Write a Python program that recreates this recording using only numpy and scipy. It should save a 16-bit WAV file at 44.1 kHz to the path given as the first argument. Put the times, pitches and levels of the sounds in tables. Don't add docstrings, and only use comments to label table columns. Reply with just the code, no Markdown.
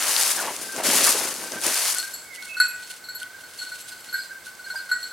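import sys
import numpy as np
from scipy import signal
from scipy.fft import rfft, irfft
from scipy.io import wavfile
from scipy.ndimage import uniform_filter1d

SR = 44100
rng = np.random.default_rng(int(sys.argv[2]) if len(sys.argv) > 2 else 0)


def wav_out(sig):
    wavfile.write(sys.argv[1], SR, np.round(np.clip(np.atleast_2d(sig).T, -1, 1) * 32767).astype(np.int16))


N = 226193
TIME = np.arange(N) / SR
# f/Hz, coherence
FAR_COHERENCE = [(40, .95), (100, .93), (300, .8), (700, .68), (1500, .72), (4000, .72), (8000, .66),
                 (14000, .66)]


def steps(crackle_db=-0.55, brittle_db=-8, crunch_db=-5.5, scuff_db=-12, stir_db=-40, stir_end_s=1.97):
    # touchdown t/s, load time/s, leaf level/dB, thud level/dB
    footfalls = [(-0.025, 0.34, -24.5, -48), (0.826, 0.28, -20.5, -35), (1.608, 0.3, -25.5, -57)]
    # peak t/s, width/s, thud level/dB, scuff level/dB, leaf level/dB
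    shifts = [(0.09, 0.066, -52, -37, -34), (0.446, 0.073, -40.5, -33, -40),
              (0.645, 0.067, -47, -48.5, -38.5), (0.795, 0.037, -36.5, -34, -37),
              (1.22, 0.093, -40, -34.5, -31.5), (1.43, 0.041, -42.5, -43, -41),
              (1.543, 0.039, -38.5, -39, -38), (1.673, 0.033, -36, -40, -28.5)]
    # f/Hz, relative level/dB
    crackle_spectrum = [(60, -66), (1500, -26), (3000, -13), (4500, -1), (6500, -1), (9500, 0), (12000, -5),
                        (14000, -10.5), (16000, -18.5)]
    crunch_spectrum = [(60, -63), (600, -11), (1200, -2.5), (2000, 0), (3200, -2.5), (4500, -8.5),
                       (7000, -3), (15000, -61)]
    scuff_spectrum = [(40, -31), (250, -21), (500, -1.5), (750, 1.5), (1100, 1.5), (1600, -1), (3000, -5),
                      (10000, -57)]
    thud_spectrum = [(20, -30), (70, -21.5), (130, -10), (250, 0), (400, 1.5), (600, 1), (1200, -11.5),
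                     (5000, -60)]
    # f/Hz, coherence
    near = [(100, .994), (400, .993), (1000, .975), (2000, .95), (4000, .86), (8000, .66), (14000, .66)]
    stir = gain_of(stir_db) * np.exp(-np.maximum(TIME - stir_end_s, 0) / 0.033)
    crush, press, slide, weight = stir ** 2, stir ** 2, np.zeros(N), np.zeros(N)
    for s, load_s, leaf_db, thud_db in footfalls:
        load = gain_of(leaf_db) ** 2 * footfall(s, load_s, slope_db_per_s=0)
        press += load
        slide += load * gain_of(scuff_db) ** 2
        crush += gain_of(leaf_db) ** 2 * footfall(s, load_s, slope_db_per_s=15)
        weight += gain_of(thud_db) ** 2 * footfall(s, load_s, slope_db_per_s=-12, release_db_per_s=19.5)
    for s, width_s, thud_db, slide_db, leaf_db in shifts:
        push = swell(s, width_s)
        weight += gain_of(thud_db) ** 2 * push
        slide += gain_of(slide_db) ** 2 * push
        press += gain_of(leaf_db) ** 2 * push
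        crush += gain_of(leaf_db) ** 2 * push
    crackle = coloured(grains(per_s=7000, size_db=-0.5, ring_s=0.00017, clump_db=1.58, clump_s=0.024),
                       crackle_spectrum, near)
    brittle = coloured(grains(per_s=300, size_db=2, ring_s=0.0002, clump_db=4, clump_s=0.02),
                       crackle_spectrum, near)
    crunch = coloured(grains(per_s=2000, size_db=0.4, ring_s=0.00044, clump_db=0.6, clump_s=0.013),
                      crunch_spectrum, near)
    scuff = coloured(grains(per_s=1200, size_db=2.5, ring_s=0.002, clump_db=1.2, clump_s=0.03),
                     scuff_spectrum, near)
    thud = coloured(grains(per_s=700, size_db=2, ring_s=0.003, clump_db=1, clump_s=0.04),
                    thud_spectrum, near)
    top = (crackle * gain_of(crackle_db) + brittle * gain_of(brittle_db)) * np.sqrt(crush)
    packed = crunch * gain_of(crunch_db) * np.sqrt(press) + scuff * np.sqrt(slide)
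    return top * panned(db=3) + packed * panned(db=1.2) + thud * np.sqrt(weight)


def footfall(s, load_s, slope_db_per_s, release_db_per_s=69.5, press_s=0.032, lift_db=4, lift_s=0.0067):
    t = TIME - s
    held_db = slope_db_per_s * (np.clip(t, 0, load_s) - load_s / 2)
    lifted_s = np.maximum(t - load_s, 0)
    fall_db = lift_db * np.minimum(lifted_s / lift_s, 1) + release_db_per_s * lifted_s
    return (np.clip(t / press_s, 0, 1) * gain_of(held_db - fall_db)) ** 2


def grains(per_s, size_db, ring_s, clump_db, clump_s, leaves=16):
    window = np.hanning(int(clump_s * SR) + 3)
    clumps = evened(signal.oaconvolve(rng.standard_normal(N), window, "same"))
    sizes = gain_of(size_db * np.minimum(rng.exponential(1, N), 4) + clump_db * np.clip(clumps, -2, 2))
    clicks = sizes * rng.choice([-1, 1], N) * (rng.random(N) < per_s / SR)
    leaf = rng.integers(0, leaves, N)
    bursts = rng.standard_normal((leaves, 2, 512)) * np.exp(-TIME[:512] / ring_s)
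    return sum(signal.oaconvolve((clicks * (leaf == k))[None], bursts[k], axes=1)[:, :N]
               for k in range(leaves))


def snaps(splinter_db=-17, splinter_s=0.0021, echo_db=-15):
    # t/s, level/dB, f/Hz, decay/s
    breaks = [(0.1211, -8, 5080, .0002), (0.165, 0, 4290, .0003), (0.3914, -10, 5940, .0002),
              (0.5651, -13, 7060, .0003), (0.6145, -20, 7210, .0002), (0.7637, -13, 7240, .0004),
              (1.0924, -2, 8700, .0003), (1.1074, -6, 7750, .0002), (1.1194, -6, 6840, .0002),
              (1.3498, -16, 9260, .0002), (1.4406, -18, 9000, .0002), (1.5209, -11.5, 6150, .0003),
              (1.6152, -11.5, 9200, .0003), (1.8547, -7, 6680, .0002), (1.9475, -6, 9430, .0003),
              (1.9849, -6, 8000, .0005), (2.0283, -15, 4370, .0003), (2.6006, -14, 9700, .002),
              (2.8364, -27, 4330, .0003), (3.2311, -25, 3190, .0012), (3.2315, -20, 9300, .0005),
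              (3.8028, -26, 7700, .0003), (4.5526, -31, 6380, .0003)]
    out, t = np.zeros((2, N)), TIME[:600]
    for s, db, hz, ring_s in breaks:
        crack = np.sin(2 * np.pi * hz * t) * np.exp(-t / ring_s)
        splinters = rng.standard_normal((2, len(t))) * np.exp(-t / splinter_s)
        add(out, s, gain_of(db) * panned(db=2.3) * (crack + gain_of(splinter_db) * splinters))
    out = band(out, low_hz=1490, high_hz=13400)
    return out + gain_of(echo_db) * woods(out.mean(0))


def knocks(gain_db=-3, ring_s=0.007, spread=0.3):
    # t/s, level/dB, f/Hz
    blows = [(0.778, -25, 788), (0.795, -15.5, 765), (0.854, -24, 652), (0.884, -19, 339),
             (0.929, -17, 540), (1.069, -13, 1223), (1.145, -19.5, 533), (1.244, -39, 910),
             (1.519, -46, 540), (1.661, -26, 346), (4.737, -30, 806)]
    out, t = np.zeros(N), TIME[:4000]
    for s, db, hz in blows:
        detune, phase = rng.standard_normal((2, 8, 1))
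        ring = np.sin(2 * np.pi * (hz * np.exp(spread * detune) * t + phase)).sum(0)
        knock = ring * t / ring_s * np.exp(-t / ring_s)
        add(out, s, gain_of(db + gain_db) * knock / abs(knock).max())
    return out * panned(db=1.5)


def creak(gain_db=-1, width_hz=230, fade_s=0.011):
    # t/s, f/Hz, level/dB
    path = [(.375, 1748, -38), (.395, 1646, -28), (.425, 943, -40), (.452, 750, -44), (.485, 1046, -27),
            (.508, 800, -39), (.53, 674, -58)]
    s, hz, db = np.transpose(path)
    hz, db = np.interp(TIME, s, hz), np.interp(TIME, s, db)
    tone = (flutter((N,), width_hz) * np.exp(2j * np.pi * np.cumsum(hz) / SR)).real
    gate = np.exp(-abs(TIME - np.clip(TIME, s[0], s[-1])) / fade_s)
    return evened(tone) * gain_of(db + gain_db) * gate


def collar(echo_db=-8):
    # t/s, strength/dB, favoured f/Hz
    large_strokes = [(1.9554, -30, 2122), (1.9868, -24.5, 3100), (2.135, -30, 6550), (2.4214, -36, 2330),
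                     (2.5672, -25, 2170), (2.6006, -9.5, 2260), (2.6797, -34, 11300), (2.803, -42, 1600),
                     (2.8225, -37.5, 4200), (2.8988, -39.5, 2420), (3.0382, -36, 2780),
                     (3.0853, -30.5, 2540), (3.1478, -34.5, 11300), (3.152, -31, 2740), (3.2159, -29, 1500),
                     (3.434, -40.5, 2300), (3.5868, -30, 4420), (3.6138, -29.5, 2500),
                     (3.6666, -34.5, 2330), (3.717, -29, 2150), (3.8028, -39, 7400), (3.916, -33, 2060),
                     (3.9903, -45, 6500), (4.0845, -37, 2450), (4.1257, -27.5, 2200), (4.128, -37.5, 11300),
                     (4.139, -22.5, 2160), (4.1764, -34, 2900), (4.215, -35, 4300), (4.4658, -33, 1700),
                     (4.591, -35.5, 1850), (4.6394, -38, 3400), (4.7007, -25.5, 2050), (4.788, -32, 2150),
                     (4.89, -28, 1850), (4.9142, -15, 2060), (5.0265, -27, 4300), (5.079, -38, 1500),
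                     (5.1126, -37, 2290)]
    small_strokes = [(0.632, -38.5, 2930), (0.6866, -36.5, 2040), (0.723, -38, 2200), (1.4334, -36.5, 2820),
                     (1.5288, -35.5, 2100), (1.5658, -34, 2200), (1.7515, -36, 2700), (2.0272, -32.5, 1900),
                     (2.0826, -41, 2800), (3.339, -39.5, 1570), (3.898, -33.5, 3930), (4.139, -25.5, 2100),
                     (4.1883, -31, 4800), (4.306, -33, 2000), (4.662, -34.5, 2440), (4.7549, -24.5, 3070)]
    # f/Hz, level re partial/dB, t60/s, extra loss once the clapper rests/dB
    large_modes = [(1487.6, 1, 0.12, 5), (1915, -26, 0.31, -4), (2140, -27.5, 0.23, 5),
                   (4053, -13.5, 0.16, -1), (4320, -2, 0.18, 8), (4410, -14.5, 0.2, -6),
                   (7360, -8, 0.18, 27), (7670, -9, 0.18, -13), (7770, -2.5, 0.16, 1),
                   (10900, -11.5, 0.033, 14), (11460, 3, 0.15, 9), (11900, -13, .2, 5),
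                   (13450, -14, 0.22, 5)]
    small_modes = [(1567, 4.5, 0.15, 15), (2240, -21.5, 0.19, -5), (4830, -12, 0.25, 30),
                   (4860, -10, 0.55, 4.5), (8270, -5.5, 0.31, 28), (11900, -1, .25, 2)]
    large = bell(large_strokes, large_modes, partial_hz=[1380, 4620, 8300, 11300], gain_db=2.5)
    small = bell(small_strokes, small_modes, partial_hz=[1570, 4850, 8220, 12060], gain_db=1)
    direct = large * panned(db=0.8) + small * panned(db=-2)
    return direct + gain_of(echo_db) * woods(large + small) + woods(rattle())


def bell(strokes, modes, partial_hz, gain_db):
    rise_s, free_s, settle_s = 0.0012, 0.031, 0.0071
    buzz_db, buzz_hz, buzz_s = -4, 330, 0.065
    tick_db, tick_s = -19, 0.011
    full_swing_db, scatter, vary_db = 3, 0.0042, 2
    loss_db_per_octave, max_loss_db = 14, 29
    out, t = np.zeros(N), TIME[:SR // 3]
    hz, mode_db, t60_s, damp_db = np.transpose(modes)[:, :, None]
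    settled = (1 + np.tanh((t - free_s) / settle_s)) / 2
    decay = gain_of(mode_db - 60 * t / t60_s - damp_db * settled)
    chatter = flutter((len(modes), N), buzz_hz)
    nearest_partial = abs(hz - np.array(partial_hz)).argmin(1)
    for s, db, favoured_hz in strokes:
        detune, phase, luck = rng.standard_normal((3, len(modes), 1))
        hardness = gain_of(0.22 * (db - full_swing_db))
        buzz = hardness * gain_of(buzz_db) * (hz / partial_hz[1]) ** 0.94 * np.exp(-t / buzz_s)
        start = rng.integers(N - len(t))
        rough = (1 + buzz * chatter[:, start:start + len(t)]) / np.sqrt(1 + buzz ** 2)
        tone = (rough * np.exp(2j * np.pi * (hz * (1 + scatter * detune) * t + phase))).real
        ring = tone * decay * (1 - np.exp(-t * hardness / rise_s))
        tick = band(rng.standard_normal(len(t)) * np.exp(-t / tick_s), low_hz=6500, high_hz=14000)
        loss_db = loss_db_per_octave * abs(np.log2(np.array(partial_hz) / favoured_hz))
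        partial_db = db - np.minimum(loss_db - loss_db.min(), max_loss_db)
        jitter_db = (vary_db * luck * (mode_db < -3.2))[:, 0]
        mode_gains = gain_of(partial_db[nearest_partial] + gain_db + jitter_db)
        add(out, s, mode_gains @ ring + hardness * gain_of(db + tick_db) * tick)
    return out


def rattle(level_db=-54, width_hz=90, fade_in_s=1.1):
    # f/Hz, relative level/dB
    tones = [(1500, 4.5), (1575, -1.5), (2140, -5), (4350, 1), (4850, -7), (7650, -0.5), (8220, -5),
             (11400, -29)]
    hz, db = np.transpose(tones)[:, :, None]
    ring = (gain_of(db) * flutter((len(hz), N), width_hz) * np.exp(2j * np.pi * hz * TIME)).real.sum(0)
    return gain_of(level_db) * evened(ring) * np.clip(TIME / fade_in_s, 0, 1)


def dog(gain_db=-1):
    # peak t/s, width/s, level/dB
    swishes = [(2.113, 0.053, -46), (2.359, 0.029, -42), (2.45, 0.069, -42), (2.63, 0.066, -39.5),
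               (2.79, 0.096, -45.5), (2.912, 0.043, -40.5), (3.204, 0.02, -40), (3.41, 0.024, -47),
               (3.63, 0.17, -42), (3.816, 0.013, -42), (3.876, 0.035, -40), (4.06, 0.11, -46.5),
               (4.166, 0.1, -47.5), (4.465, 0.022, -44.5), (4.72, 0.12, -45.5), (4.967, 0.16, -47.5)]
    # f/Hz, relative level/dB
    spectrum = [(700, -28), (1500, -7), (3000, 1.5), (5500, 0), (8000, 1.5), (10500, 3), (12500, -8),
                (16000, -16)]
    rustle = grains(per_s=9000, size_db=4.5, ring_s=0.00052, clump_db=3, clump_s=0.026)
    power = sum(gain_of(db) ** 2 * swell(s, width_s, rise_ratio=0.61) for s, width_s, db in swishes)
    return coloured(rustle, spectrum, FAR_COHERENCE) * np.sqrt(power) * gain_of(gain_db)


def bird(gain_db=1, waver=0.0065, echo_db=-6):
    # t/s, length/s, first f/Hz, last f/Hz, first level/dB, last level/dB
    notes = [(2.23, 0.098, 2242, 2164, -56, -46), (2.30, 0.095, 2140, 1940, -43, -46),
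             (2.375, 0.12, 2205, 2192, -39, -47), (2.485, 0.13, 2608, 2603, -38, -41),
             (2.62, 0.04, 2605, 2460, -34, -48), (2.68, 0.068, 2490, 2414, -50, -51)]
    out = np.zeros(N)
    for s, length_s, first_hz, last_hz, first_db, last_db in notes:
        n = int(length_s * SR)
        wobble = evened(uniform_filter1d(rng.standard_normal(N), size=300))[:n]
        hz = np.linspace(first_hz, last_hz, n) * (1 + waver * wobble)
        envelope = gain_of(np.linspace(first_db, last_db, n) + gain_db) * signal.windows.tukey(n, 0.2)
        add(out, s, envelope * np.sin(2 * np.pi * np.cumsum(hz) / SR))
    return out * panned(db=-8) + gain_of(echo_db) * woods(out)


def woods(x, build_s=0.0054, taps_per_s=2500):
    # f/Hz, t60/s
    decay_times = [(200, 0.34), (1500, 0.49), (2500, 0.58), (4500, 0.32), (8000, 0.39), (15000, 0.067)]
    onset = 1 - np.exp(-TIME[:SR] / build_s)
    taps = rng.standard_normal((2, SR)) * (rng.random((2, SR)) < taps_per_s / SR) * onset
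    hz, frame_s, frames = signal.stft(taps, SR, nperseg=256)
    decay = gain_of(-60 * frame_s / at_hz(decay_times, hz)[:, None])
    mid, side = signal.istft(frames * decay, SR, nperseg=256)[1]
    tail = np.array([mid + 0.14 * side, mid - 0.49 * side]) / np.linalg.norm(mid)
    return signal.fftconvolve(x[None], tail, axes=1)[:, :N]


def air(level_db=-47.5):
    # f/Hz, relative level/dB
    spectrum = [(15, -45), (30, -16), (60, -8.5), (130, -8), (600, -3), (1200, -4.5), (1500, 1.5),
                (1800, -6.5), (2150, -1.5), (2500, -8.5), (3300, -7.5), (5200, -7.5), (9000, -9.5),
                (16000, -14)]
    return gain_of(level_db) * coloured(rng.standard_normal((2, N)), spectrum, FAR_COHERENCE)


def coloured(pair, spectrum, coherence):
    bins_hz = np.fft.rfftfreq(N, 1 / SR)
    a, b = rfft(pair)
    same = at_hz(coherence, bins_hz)
    mid, side = a * np.sqrt(1 + same), b * np.sqrt(1 - same)
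    out = irfft(np.array([mid + side, mid - side]) * gain_of(at_hz(spectrum, bins_hz)), N)
    return out / out.mean(0).std()


def flutter(shape, width_hz):
    real, imaginary = rng.standard_normal((2, *shape))
    z = signal.sosfilt(signal.butter(3, width_hz / 2, fs=SR, output="sos"), real + 1j * imaginary)
    return z / np.sqrt(np.mean(abs(z) ** 2))


def swell(s, width_s, rise_ratio=1):
    return np.exp(-((TIME - s) / (width_s * np.where(TIME < s, rise_ratio, 1))) ** 2)


def band(x, low_hz, high_hz):
    return signal.sosfilt(signal.butter(2, [low_hz, high_hz], "band", fs=SR, output="sos"), x)


def at_hz(points, hz):
    f, value = np.transpose(points)
    return np.interp(np.log(hz + 1), np.log(f + 1), value)


def gain_of(db):
    return 10 ** (np.asarray(db) / 20)


def evened(x):
    return x / np.sqrt(np.mean(x ** 2) + 1e-20)


def panned(db):
    return gain_of([db / 2, -db / 2]).reshape(2, -1)


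def add(mix, s, sound):
    part = mix[..., max(round(s * SR), 0):][..., :sound.shape[-1]]
    part += sound[..., :part.shape[-1]]


def scene():
    return steps() + snaps() + knocks() + creak() + dog() + collar() + bird() + air()


def record(dry, edge_hz=16050):
    lowpass = signal.firwin(511, edge_hz, window=("kaiser", 9), fs=SR)
    return signal.oaconvolve(dry, lowpass[None], "same")


dry = scene()
out = record(dry)
wav_out(out)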